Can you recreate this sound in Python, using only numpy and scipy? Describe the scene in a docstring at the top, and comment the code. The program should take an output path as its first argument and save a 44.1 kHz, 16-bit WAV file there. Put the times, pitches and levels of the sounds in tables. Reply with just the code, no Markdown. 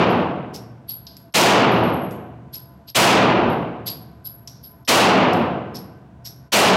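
"""Indoor pistol range, microphone in a booth: the first of five shots is already ringing out at the start.
Between the blasts, spent brass clatters and pings on the partition and the floor: noise bursts and beating tones.
Four more shots follow; each returns as noise from the booth, then from the concrete hall, over its standing waves.
The ventilation rushes and hums throughout: shaped noise with duct resonances.
Every blast overloads the microphone, and a limiter with look-ahead evens out the roar."""
import sys
import numpy as np
from scipy import signal
from scipy.fft import rfft, irfft, next_fast_len
from scipy.io import wavfile
from scipy.ndimage import uniform_filter1d

SR = 44100
rng = np.random.default_rng(int(sys.argv[2]) if len(sys.argv) > 2 else 0)


def persist_wave(psi):
    """Save psi, clipped to +-1, as 16-bit WAV."""
    counts = np.round(np.clip(psi, -1, 1) * 32767).astype(np.int16)
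    wavfile.write(sys.argv[1], SR, np.atleast_2d(counts).T)


N = 298116

# shots fired: [t/s, relative level/dB]
BLASTS = [(-0.34, -1.3), (1.3393, -0.57), (2.947, -0.14), (4.8754, -0.9), (6.5194, 0.3)]
# cases tumbling onto the floor:
# [t/s of the rim's strike, clatter level/dB, clatter f/Hz, hiss level/dB, ring level/dB], levels before the mix
FLOOR_LANDINGS = [(0.5619, -34, 5400, -50, -57), (0.909, -32.5, 4620, -61, -32.5),
                  (2.556, -34, 4910, -53, -39.5), (2.901, -35.5, 4760, -62.5, -45.5),
                  (3.888, -23, 4680, -42.5, -33.5), (4.271, -39.5, 4850, -63, -36.5),
                  (4.657, -44, 4950, -79, -45), (5.7695, -32.5, 5200, -54, -46.5),
                  (6.273, -31, 5430, -51, -45.5)]
# cases rebounding with one sharp tap: [t/s, clatter level/dB, clatter f/Hz, hiss level/dB], levels before the mix
SHARP_TAPS = [(1.0684, -30, 4820, -74), (1.168, -47.5, 4770, -58), (1.325, -43, 5260, -73.5),
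              (2.11, -60, 4430, -53.5), (4.4752, -29.5, 5510, -51.5), (4.8503, -33.5, 5200, -79),
              (5.333, -35.5, 5070, -45)]


def from_db(db):
    """Decibels to gain."""
    return 10 ** (np.asarray(db) / 20)


def rms_one(x):
    """Scale to unit rms."""
    return x / np.sqrt(np.mean(x ** 2) + 1e-20)


def at_hz(table, hz, axis=1):
    """Read one column of a table on a log-frequency axis."""
    table = np.array(table)
    return np.interp(np.log(hz), np.log(table[:, 0]), table[:, axis])


def butter(x, hz, kind, order=2):
    """Causal Butterworth filter."""
    return signal.sosfilt(signal.butter(order, hz, kind, fs=SR, output="sos"), x)


def dying(t, t60):
    """Exponential decay: falls by 60 dB in t60 seconds after t = 0."""
    return np.exp(-np.log(1000) * np.maximum(t, 0) / t60)


def add(out, s, sound):
    """Mix a sound in at time s, trimmed to the length of the take."""
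    start = int(round(s * SR))
    first, last = max(start, 0), min(start + len(sound), N)
    if last > first:
        out[first:last] += sound[first - start:last - start]


def resonant_noise(size, hz, width_hz, order=2):
    """Noise through one resonance, already rung up, unit rms."""
    run_in = SR // 4
    noise = rng.standard_normal(size + run_in)
    band = [hz - width_hz / 2, hz + width_hz / 2]
    return rms_one(butter(noise, band, "band", order=order)[run_in:])


def coloured_noise(size, table):
    """Steady noise with the table's level per Hz."""
    padded = next_fast_len(size)
    hz = np.maximum(np.fft.rfftfreq(padded, 1 / SR), 1)
    spectrum = rfft(rng.standard_normal(padded)) * from_db(at_hz(table, hz))
    return irfft(spectrum, padded)[:size] * np.sqrt(SR / 2)


def drift(size, hz):
    """Low-passed random wobble of spread 1."""
    return rms_one(butter(rng.standard_normal(size + SR // 4), hz, "low")[-size:])


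def shots(shared=0.62, clump_db=1.0, clump_hz=45):
    """Each blast returns as dense reflections from the booth, then from the hall, over its standing waves."""
    # first bright reflections inside the booth: [f/Hz, level/dB per Hz]
    booth = [(60, -44.5), (130, -16), (500, -12), (1500, -7), (3000, -1.5), (6000, -8), (15000, -26.5)]
    booth_t60_s = 0.077
    # standing waves between the walls that stand out of the roar: [f/Hz, width/Hz, level/dB, t60/s]
    hall_modes = [(84, 8, -19.5, 1.7), (118.4, 4.8, -4, 1.08), (187.55, 4.7, -7.5, 1.25),
                  (330.2, 24, -8.5, 1.36), (406.4, 4.6, -4, 0.93), (648, 11, -2.5, 0.97),
                  (732, 21, -8.5, 1.29), (874, 13, -4, 0.77), (1091, 3.3, -10, 0.65),
                  (1539, 12, -23.5, 1.47)]
    t = np.arange(int(1.8 * SR)) / SR
    out = np.zeros(N)

    def reflections():
        near = coloured_noise(len(t), booth) * dying(t, booth_t60_s)
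        diffuse = hall_noise(len(t)) + near
        bass = butter(diffuse, 1500, "low", order=1)
        clumps = from_db(clump_db * drift(len(t), clump_hz) * dying(t, 9.0))   # treble echoes arrive in bunches
        return bass + clumps * (diffuse - bass)

    same_paths = reflections()   # muzzle and microphone barely move, so part of the pattern repeats
    for s, db in BLASTS:
        modes = np.zeros(len(t))
        for hz, width, level, t60 in hall_modes:
            modes += from_db(level) * resonant_noise(len(t), hz, width) * dying(t, t60)
        echoes = np.sqrt(shared) * same_paths + np.sqrt(1 - shared) * reflections()
        add(out, s, from_db(db) * (echoes + modes))
    return out


def hall_noise(size, far_db=-27.5):
    """Diffuse reverberation, each frequency dying at its own rate; the far end of the range lingers faintly."""
    # the hall's answer to a blast: [f/Hz, level/dB per Hz, t60/s]
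    hall = [(35, -63, 1.4), (60, -44.5, 1.4), (97, -29, 1.63), (178, -17, 1.31), (357, -16, 1.066),
            (760, -13.5, 0.92), (1103, -17, 0.92), (1860, -23, 0.77), (2880, -18.5, 0.68),
            (3530, -25, 0.64), (4700, -24, 0.51), (8400, -29, 0.32), (15000, -35.5, 0.35)]
    hz, _, cells = signal.stft(rng.standard_normal(size), SR, nperseg=2048)
    t = np.arange(cells.shape[1]) * 1024 / SR   # frames are half a window apart
    hz = np.maximum(hz, 1)[:, None]
    t60 = at_hz(hall, hz, axis=2)
    decay = dying(t, t60) + from_db(far_db) * dying(t, np.minimum(1.71 * t60, 1.3))
    shaped = cells * from_db(at_hz(hall, hz)) * decay
    return signal.istft(shaped, SR)[1][:size] * np.sqrt(SR / 2)


def cases(clatter_width_hz=1500, clink_width_hz=480, ring_width_hz=170, clatter_db=-4.5, clink_db=-9.0,
          hiss_db=9.0, ring_db=2.0, ring_echo_db=0.5, split_hz=70):
    """A case lands with a broad clatter and a narrower clink; its mouth rings on two close modes that beat."""
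    lead = .04   # room for the swell before each contact, s
    t = np.arange(int(.7 * SR)) / SR - lead
    out = np.zeros(N)
    for s, length, body_db, body_hz, scrape_db, ping_db in contacts():
        ping_hz = case_note(s)
        clatter = resonant_noise(len(t), body_hz, clatter_width_hz, order=1)
        clatter = butter(clatter, [body_hz - 2150, 1.04 * body_hz], "band")
        clink = resonant_noise(len(t), body_hz * 1.015, clink_width_hz)
        hiss = butter(rng.standard_normal(len(t)), 2200, "high")
        hiss = rms_one(butter(hiss, 14000, "low", order=1))
        split = split_hz * rng.uniform(.5, 1.3)
        phase = rng.uniform(0, 2 * np.pi)
        pair = np.sin(2 * np.pi * ping_hz * t) + .5 * np.sin(2 * np.pi * (ping_hz + split) * t + phase)
        ring_echo = resonant_noise(len(t), ping_hz, ring_width_hz)   # the room blurs the note
        layers = [(clatter, body_db + clatter_db, 0.6, -12.0),   # sound, level/dB, tail t60/s, tail level/dB
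                  (clink, body_db + clink_db, 0.43, -6.0),
                  (hiss, scrape_db + hiss_db, 0.35, -9.5),
                  (pair, ping_db + ring_db, 0.41, 0.0),
                  (ring_echo, ping_db + ring_echo_db, 0.38, 5.5)]
        for sound, db, t60, tail_db in layers:
            add(out, s - lead, from_db(db) * sound * rattle(t, length, t60, tail_db))
    return out


def contacts():
    """Every touch of brass: (t/s, rattle length/s, clatter/dB, clatter f/Hz, hiss/dB, ring/dB)."""
    # cases skipping lightly with a tinkle: [t/s, length of the run/s, ring level/dB before the mix]
    skips = [(0.101, 0.05, -54.5), (1.718, 0.35, -44), (3.498, 0.05, -56), (5.17, 0.05, -59)]
    tumble_s, tumble_lead_s = 0.011, 0.016   # rattle length setting; its lead on the rim's strike
    tap_s, tap_ring_db = 0.0014, -54
    hop_s, hop_keeps, hop_loss_db = 0.122, 0.82, 2.3   # first hop; share of it left for the next; loss per hop
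    skip_s, skip_clatter_hz = 0.0045, 5000
    skip_clatter_db, skip_hiss_db = -14, -24   # relative to the ring
    rows = [(s - tumble_lead_s, tumble_s, *sound) for s, *sound in FLOOR_LANDINGS]
    rows += [(s, tap_s, *sound, tap_ring_db) for s, *sound in SHARP_TAPS]
    for start, run_s, first_db in skips:
        s = start
        for hop in range(4):   # each hop is shorter and weaker than the last
            db = first_db - hop_loss_db * hop
            if s < start + run_s:
                rows.append((s, skip_s, db + skip_clatter_db, skip_clatter_hz, db + skip_hiss_db, db))
            s += hop_s * hop_keeps ** hop
    return rows


def case_note(s):
    """The case that is falling at time s is the one thrown out by the latest shot."""
    # note on which each spent case rings, in the order of the shots: [f/Hz]
    case_notes = [11520, 11545, 11600, 11460]
    return [hz for (fired, _), hz in zip(BLASTS, case_notes) if fired < s][-1]


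def rattle(t, length, t60, tail_db):
    """Envelope of a case's burst of contacts around t = 0 and of the tail that it leaves."""
    swell = 1 / (1 + np.exp(np.clip(-4 * t / length - 1.5, -50, 50)))
    return swell * (dying(t, 13 * length + 0.012) + from_db(tail_db) * dying(t, t60))


def ticks(crack_db=-9.0, crack_t60=0.0033, clink_hz=5250, clink_t60=0.0075):
    """The rim meets concrete with one dry, bright crack and a very short clink."""
    t = np.arange(int(.03 * SR)) / SR
    out = np.zeros(N)
    for s, db in rim_strikes():
        rise = 1 - dying(t, .001)
        clink = np.sin(2 * np.pi * clink_hz * rng.uniform(.96, 1.04) * t) * dying(t, clink_t60)
        crack = rms_one(butter(rng.standard_normal(len(t)), 3900, "high")) * dying(t, crack_t60)
        add(out, s, from_db(db) * rise * (clink + from_db(crack_db) * crack))
    return out


def rim_strikes(softest_db=-53.5, loudest_db=-18):
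    """The harder a contact, the louder its rim strikes, up to a limit; soft ones do not strike: (t/s, level/dB)."""
    # contacts, rim level/dB at a hardness of -45 dB, dB per dB of hardness
    kinds = [(FLOOR_LANDINGS, -22, 0.9), (SHARP_TAPS, -18.5, 1.0)]
    rows = []
    for table, rim_db, slope in kinds:
        for s, clatter_db, _, hiss_db, *_ in table:
            hardness_db = (clatter_db + hiss_db) / 2
            if hardness_db > softest_db:
                rows.append((s, min(rim_db + slope * (hardness_db + 45), loudest_db)))
    return rows


def ventilation():
    """Steady rush of air, with duct resonances and fan tones as narrow bands of noise."""
    # rush of the ventilation: [f/Hz, level/dB per Hz]
    air = [(30, -86), (45, -91.5), (68, -60), (95, -70.5), (125, -62), (170, -69.5), (250, -74.5),
           (420, -84.5), (900, -88.5), (1400, -95.5), (2200, -103), (5000, -112), (8000, -117),
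           (15000, -120)]
    # duct resonances and fan tones: [f/Hz, width/Hz, level/dB]
    ducts = [(118.26, 4.2, -50), (677, 38, -60.5), (896, 25, -71.5), (1007, 16, -64), (1510, 160, -69)]
    out = coloured_noise(N, air)
    for hz, width, db in ducts:
        out += from_db(db) * resonant_noise(N, hz, width)
    return out


def scene():
    """Shots, brass and air at the microphone."""
    return (shots() + cases() + ticks() + ventilation())[None]


def mean_size(x, seconds, axis=0):
    """Mean magnitude over the moment just past (axis 0) or just ahead (axis 1)."""
    size = 2 * int(seconds * SR / 2) + 1
    return uniform_filter1d(np.abs(x), size, origin=(size // 2) * (1 - 2 * axis))


def limiter(x, ceiling_db=-20.0, slope=0.72, release_db_per_s=75, knee=0.042):
    """Looks ahead and turns down before each blast, eases the sudden jump in, then recovers."""
    coming_db = 20 * np.log10(mean_size(x, .045, axis=1) + 1e-9)
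    over = np.maximum(coming_db - ceiling_db, 0) * slope
    release = release_db_per_s * np.arange(N) / SR
    held = np.maximum.accumulate(over + release) - release   # gain reduction/dB, released no faster than this
    past, ahead = mean_size(x, .021), mean_size(x, .002, axis=1)
    ease = np.minimum((past + knee) / (.72 * ahead + knee), 1)
    return x * ease * from_db(-uniform_filter1d(held, size=221))


def record(dry, top=1.17, bias=0.029, cutoff_hz=15800):
    """The microphone clips; bass cuts make the flat tops droop; then the limiter and the treble cut-off."""
    x = dry[0] / top + bias   # the bias makes the clipping lopsided
    clipped = top * (x / (1 + x ** 6) ** (1 / 6) - bias)
    drooping = butter(butter(clipped, 81, "high", order=1), 69, "high", order=3)
    limited = limiter(butter(drooping, 11000, "low", order=1))
    return signal.sosfilt(signal.ellip(10, .3, 80, cutoff_hz, fs=SR, output="sos"), limited)[None]


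dry = scene()
out = record(dry)
persist_wave(out)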